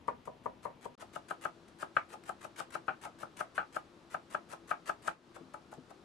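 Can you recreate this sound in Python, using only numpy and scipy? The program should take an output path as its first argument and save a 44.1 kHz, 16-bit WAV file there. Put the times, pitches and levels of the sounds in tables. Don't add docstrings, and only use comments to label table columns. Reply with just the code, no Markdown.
import sys
import numpy as np
from scipy import signal
from scipy.fft import rfft, irfft, next_fast_len
from scipy.io import wavfile
from scipy.ndimage import uniform_filter1d

SR = 44100
rng = np.random.default_rng(int(sys.argv[2]) if len(sys.argv) > 2 else 0)


def put_to_file(sound):
    columns = np.atleast_2d(sound).T
    safe = np.clip(columns, -1, 1)
    whole_steps = np.round(safe * 32767)
    wavfile.write(sys.argv[1], SR, whole_steps.astype(np.int16))


N = 266364

# landing time in seconds, relative knock level in dB, chatter against the
# first contact in dB, time in the leaves in seconds, relative crunch level in dB.
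STROKES = [(0.0816, -28, -11, 0.0069, -62), (0.275, -38.5, -5, 0.02, -70),
           (0.4586, -31.5, -20, 0.024, -71.5), (0.6532, -32.5, 1, .028, -64),
           (0.8564, -39, -14, 0.046, -64), (1.0238, -48.5, -20, 0.027, -59), (1.1609, -39, -18, 0.033, -60),
           (1.309, -33.5, -8, 0.026, -56.5), (1.4533, -31, -22, .042, -59.5),
           (1.8275, -35.5, -6, 0.041, -59.5), (1.9666, -24.5, -4.5, 0.019, -69),
           (2.1381, -48.5, 5, 0.049, -63), (2.294, -36.5, -7, 0.04, -58.5),
           (2.4484, -43.5, -20, 0.041, -58), (2.602, -38.5, 2.5, .042, -53.5),
           (2.753, -34.5, -13, 0.033, -54), (2.881, -28, 7, .021, -73), (3.0547, -42.5, 9, 0.042, -57.5),
           (3.2307, -39, 1, 0.044, -58.5), (3.4073, -32.5, -17, 0.042, -56),
           (3.5787, -27.5, 13.5, 0.033, -58), (3.7649, -33, -14, .04, -58), (4.1445, -32.5, -8, .044, -61),
           (4.3471, -30.5, -16, 0.048, -58.5), (4.534, -44, -9, 0.046, -58),
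           (4.712, -28.5, -3.5, 0.038, -58.5), (4.8948, -31, -16, 0.039, -53.5),
           (5.079, -29.5, -8.5, 0.058, -61), (5.363, -49, 0.5, 0.018, -62), (5.542, -43.5, 1, 0.0058, -56),
           (5.7255, -49.5, -1, 0.011, -62.5), (5.91, -56, -2, 0.018, -68.5)]
# frequency in Hz, nominal width in Hz, relative level in dB.
BOARD_MODES = [(90, 93, -13.5), (163, 69, -5.5), (314, 20, -19.5), (530, 146, -9), (628, 165, -1),
               (775, 53, 4.5), (851.4, 27, 4), (1262, 169, 2), (1420, 97, 0.5), (1545, 134, -3.5),
               (1753, 120, -11), (2227, 60, -19), (2390, 85, -13), (2660, 180, -20), (2964, 71, -20.5),
               (3280, 41, -23), (4210, 420, -24.5)]
# frequency in Hz, gain in dB.
CUSHION = [(20, -18), (70, -6), (160, 1), (500, 2.5), (1600, 0.5), (1900, 0.5), (2400, -1.5), (3400, -3.5),
           (5000, -20), (9000, 7), (15000, -45)]
# frequency in Hz, gain in dB.
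RADIATION = [(30, -41), (120, -16), (300, -5.5), (480, -4), (720, 4.5), (870, -4), (1030, -2), (1250, 1),
             (1600, -8), (1950, -17.5), (2400, -19), (3300, -34), (5000, -42), (12000, -52.5)]
# frequency in Hz, relative level in dB.
CHATTER = [(150, 2.5), (700, 4.5), (1300, 3.5), (1800, 3.5), (2500, 6.5), (4000, 3.5)]
# frequency in Hz, gain in dB.
KNOCK_RIGHT_DB = [(180, -6.5), (520, -3), (645, -46), (830, 2), (1276, -15.5), (1590, -1), (2380, -7.5),
                  (4000, -11)]
# frequency in Hz, lag behind the left in radians.
KNOCK_RIGHT_LAG = [(345, 0), (520, -1.67), (645, 1), (790, 0.84), (880, 1.47), (1276, -1.54), (1590, 0.8),
                   (2210, 1.4), (2670, 0.5)]
# start in seconds, relative level in dB.
SNAPS = [(0.0816, -60), (0.254, -54.5), (.631, -55), (1.011, -54), (1.68, -58), (2.2375, -58), (2.393, -64),
         (2.7046, -51.5), (5.074, -39), (5.738, -58)]
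# frequency in Hz, gain in dB.
AIRBORNE = [(40, -20), (200, -14), (700, 2), (1400, 12), (2200, 6.5), (3500, 1.5), (5500, -2), (8000, 1.5),
            (11000, -3), (15000, -13)]
# frequency in Hz, gain in dB.
THROUGH_BOARD = [(40, -27), (160, 0), (450, 15.5), (750, 17), (1000, 15), (1400, 14.5), (2000, -10),
                 (2900, 0), (4500, -31), (12000, -14.5)]
# frequency in Hz, gain in dB.
CRUNCH_RIGHT_DB = [(700, -38), (2000, -4.5), (4000, -12.5), (8000, -7.5), (13000, -18)]
# start in seconds, relative level in dB.
BUMPS = [(5.406, -41.5), (5.778, -39)]
# frequency in Hz, relative level in dB,
# 60 dB decay time in seconds.
ROCKING_MODES = [(159, -3.5, 0.048), (260.3, -11.5, 0.26), (333, -2, 0.05), (447, -0.5, 0.033),
                 (650, -12, 0.048)]
# frequency in Hz, 60 dB decay time in seconds.
KITCHEN_T60 = [(150, 0.2), (600, 0.16), (1400, 0.15), (3000, .18), (8000, 0.13), (14000, 0.1)]
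# frequency in Hz, relative spectral density in dB.
RUSH_SPECTRUM = [(20, -20), (50, -9.5), (80, -6), (160, -3), (260, -1.5), (380, -3.5), (500, -6),
                 (800, -9.5), (1300, -10), (2000, -18.5), (4000, -20.5), (8000, -31.5), (12000, -39)]
# frequency in Hz, correlation.
RUSH_CORRELATION = [(60, 0.98), (290, 1), (640, 0.71), (1400, 0.26), (7000, 0.55)]
# frequency in Hz, left over right in dB.
RUSH_LEAN = [(60, 7), (380, 6), (1300, 2), (8000, 2.5)]
# frequency in Hz, gain in dB.
MICROPHONE = [(10800, 1), (12500, -2.5), (14000, -14), (15300, -15)]

LOW_UNTIL_S, LOW_PITCH = 0.94, 0.746
USUAL_KNOCK_DB, USUAL_CRUNCH_DB = -33, -59
BODY_DB, BODY_LOSS = -4, 0.37
BRIGHT_DB, BRIGHT_GROWTH = -1.5, 0.59
SWELL_DB, SWELL_GROWTH = 10.5, 0.35
CARRIED_DB, SHIELDING = -1.5, 0.3
FOLLOW_THROUGH_S = 0.0049


def knocks(size=12288):
    out = np.zeros((2, N))
    for start, db, chatter_db, _, _ in STROKES:
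        pitch = LOW_PITCH if start < LOW_UNTIL_S else 1
        harder = db - USUAL_KNOCK_DB
        hz = np.fft.rfftfreq(size, 1 / SR) / pitch
        low = np.clip((1200 - hz) / 300, 0, 1)
        high = np.clip((hz - 1300) / 280, 0, 1) + 0.51 * np.clip((hz - 1700) / 600, 0, 1)
        colour = amp(low * (BODY_DB - BODY_LOSS * harder) + high * (BRIGHT_DB + BRIGHT_GROWTH * harder))
        power = sum(amp(level + rng.normal(0, 0.25)) ** 2 / (1 + (2 * (hz - mode) / width) ** 2) ** 1.66
                    for mode, width, level in BOARD_MODES)
        left = minimum_phase(np.sqrt(power) * colour * amp(along(CUSHION, hz)))
        right = left * amp(along(KNOCK_RIGHT_DB, hz)) * np.exp(-1j * along(KNOCK_RIGHT_LAG, hz))
        room = kitchen_echo(pitch, near_db=-16, room_db=-14, near_t60=0.056)
        echo = rfft(room, size) * minimum_phase(colour * amp(along(RADIATION, hz)))
        force = rfft(edge_contacts(size, pitch, chatter_db))
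        knock = irfft(force * (np.array([left, right]) + echo))
        add(out, start, amp(db + 45) * knock[:, :size // 2])
    return out


def edge_contacts(size, pitch, chatter_db, chatter_s=0.017, heel_s=0.003091, heel_db=5):
    t = np.arange(size) / SR * pitch
    taps = (rng.random(size) < 4000 / SR) * np.sign(rng.standard_normal(size))
    chatter = unit(filtered(taps, lambda hz: amp(along(CHATTER, hz / pitch))))
    fade = np.exp(-t / chatter_s) * np.sqrt(2 * pitch / (chatter_s * SR))
    force = amp(chatter_db) * chatter * fade
    force[0] += 1
    force[round(heel_s / pitch * SR)] += amp(heel_db)
    return force / np.linalg.norm(force)


def leaf_crunch():
    out, t = np.zeros((2, N)), np.arange(SR // 8) / SR
    for landing, _, _, cut_s, db in STROKES:
        length = cut_s + FOLLOW_THROUGH_S
        thicker = db - USUAL_CRUNCH_DB
        swell_db = SWELL_DB + SWELL_GROWTH * thicker
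        board_db = CARRIED_DB - SHIELDING * thicker
        depth = np.minimum(t / length, 1)
        layers = np.interp(t, np.arange(40) / 300, np.clip(rng.standard_normal(40), -1.5, 1.5))
        gate = np.minimum(t / 0.00067, 1) * np.exp(-np.maximum(t - length + 0.0055, 0) / 0.0032)
        envelope = gate * amp(db + 5.5 + swell_db * (depth - 0.7476) + 2.6 * layers)
        force = envelope * crackle(len(t), per_second=3000, spread_db=1.5, hiss=0.41)
        through_board = coloured(amp(board_db) * depth * force, THROUGH_BOARD)
        add(out, landing - cut_s, leaf_radiation(coloured(force, AIRBORNE) + through_board))
    return out


def leaf_snaps():
    out, t = np.zeros((2, N)), np.arange(SR // 8) / SR
    for start, db in SNAPS:
        snap = amp(db) * np.exp(-t / 0.0059) * crackle(len(t), per_second=3500, spread_db=5.5, hiss=0.23)
        add(out, start, leaf_radiation(coloured(snap, AIRBORNE)))
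    return out


def crackle(n, per_second, spread_db, hiss):
    clicks = (rng.random(n) < per_second / SR) * rng.standard_normal(n)
    clicks *= amp(spread_db * np.minimum(rng.exponential(size=n), 3))
    return unit(unit(clicks) + hiss * rng.standard_normal(n))


def leaf_radiation(crunch):
    direct = np.array([crunch, coloured(crunch, CRUNCH_RIGHT_DB)])
    room = kitchen_echo(0.94, near_db=-4.5, room_db=-7.5, near_t60=0.014)
    echo = signal.fftconvolve(crunch[None], room, axes=1)
    return echo + np.pad(direct, ((0, 0), (0, echo.shape[1] - len(crunch))))


def board_bumps():
    out, t = np.zeros((2, N)), np.arange(SR // 3) / SR
    ring = sum(amp(db - 60 * t / t60) * np.sin(2 * np.pi * hz * t) for hz, db, t60 in ROCKING_MODES)
    ring *= 1 - np.exp(-t / 0.005)
    for start, db in BUMPS:
        room = kitchen_echo(0.53, near_db=-12, room_db=-14, near_t60=0.043)[0]
        echo = signal.fftconvolve(ring, room)[:len(t)]
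        add(out, start, amp(db + 5.5) * (ring + echo) * amp([[0], [-7]]))
    return out


def kitchen_echo(pitch, near_db, room_db, near_t60):
    hz, frame_s, noise = signal.stft(rng.standard_normal((2, SR // 4)), SR, nperseg=256)
    decay = amp(-60 * frame_s * pitch / along(KITCHEN_T60, hz / pitch)[:, None])
    tail = signal.istft(noise * decay, SR, nperseg=256)[1]
    t = np.arange(tail.shape[1]) / SR * pitch
    near = rng.standard_normal(tail.shape) * amp(-60 * t / near_t60) * (t > 0.001)
    tail *= np.clip((t - 0.003) / 0.0055, 0, 1)
    return (amp(near_db) * unit(near) + amp(room_db) * unit(tail)) / np.sqrt(len(t))


def room_air(pitch, hum_hz=336.6, hum_half_width_hz=4.9):
    def colour(hz):
        hz = hz / pitch
        angle = np.arccos(np.clip(along(RUSH_CORRELATION, hz), -1, 1)) / 2
        hum = 1 + amp(7.5) / (1 + ((hz - hum_hz) / hum_half_width_hz) ** 2)
        return amp(along(RUSH_SPECTRUM, hz)) * hum * np.array([np.cos(angle), np.sin(angle)])
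    mid, side = filtered(rng.standard_normal((2, N)), colour)
    ears = np.array([mid + side, mid - side])
    return unit(filtered(ears, lambda hz: amp(np.outer([0.5, -0.5], along(RUSH_LEAN, hz)))))


def background(level_db=-60, dip_db=-5, dip_s=5.19, dip_width_s=0.071):
    t = np.arange(N) / SR
    dip = dip_db * np.exp(-((t - dip_s) / dip_width_s) ** 2)
    return amp(level_db + dip) * np.where(t < LOW_UNTIL_S, room_air(LOW_PITCH), room_air(1))


def amp(db):
    return 10 ** (np.asarray(db) / 20)


def unit(x):
    return x / np.sqrt(np.mean(x ** 2) + 1e-20)


def along(points, hz):
    frequencies, values = np.transpose(points)
    return np.interp(np.log(hz + 1), np.log(frequencies + 1), values)


def filtered(x, response):
    n = x.shape[-1]
    padded = next_fast_len(n + 4096)
    return irfft(rfft(x, padded) * response(np.fft.rfftfreq(padded, 1 / SR)), padded)[..., :n]


def coloured(force, spectrum):
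    return filtered(force, lambda hz: amp(along(spectrum, hz)))


def minimum_phase(gain):
    cepstrum = irfft(np.log(np.maximum(gain, 1e-6)))
    half = len(cepstrum) // 2
    return np.exp(rfft(cepstrum * np.r_[1, np.full(half - 1, 2), 1, np.zeros(half - 1)]))


def add(track, start, sound):
    i = max(round(start * SR), 0)
    track[:, i:i + sound.shape[1]] += sound[:, :max(N - i, 0)]


def scene():
    return knocks() + leaf_crunch() + leaf_snaps() + board_bumps() + background()


def record(dry):
    t = np.arange(N) / SR
    dropout = (t > 0.953) & (t < 0.978)
    gate = uniform_filter1d(1.0 - dropout, size=64)
    return filtered(dry * gate, lambda hz: amp(along(MICROPHONE, hz)) * (hz < 15300))


dry = scene()
out = record(dry)
put_to_file(out)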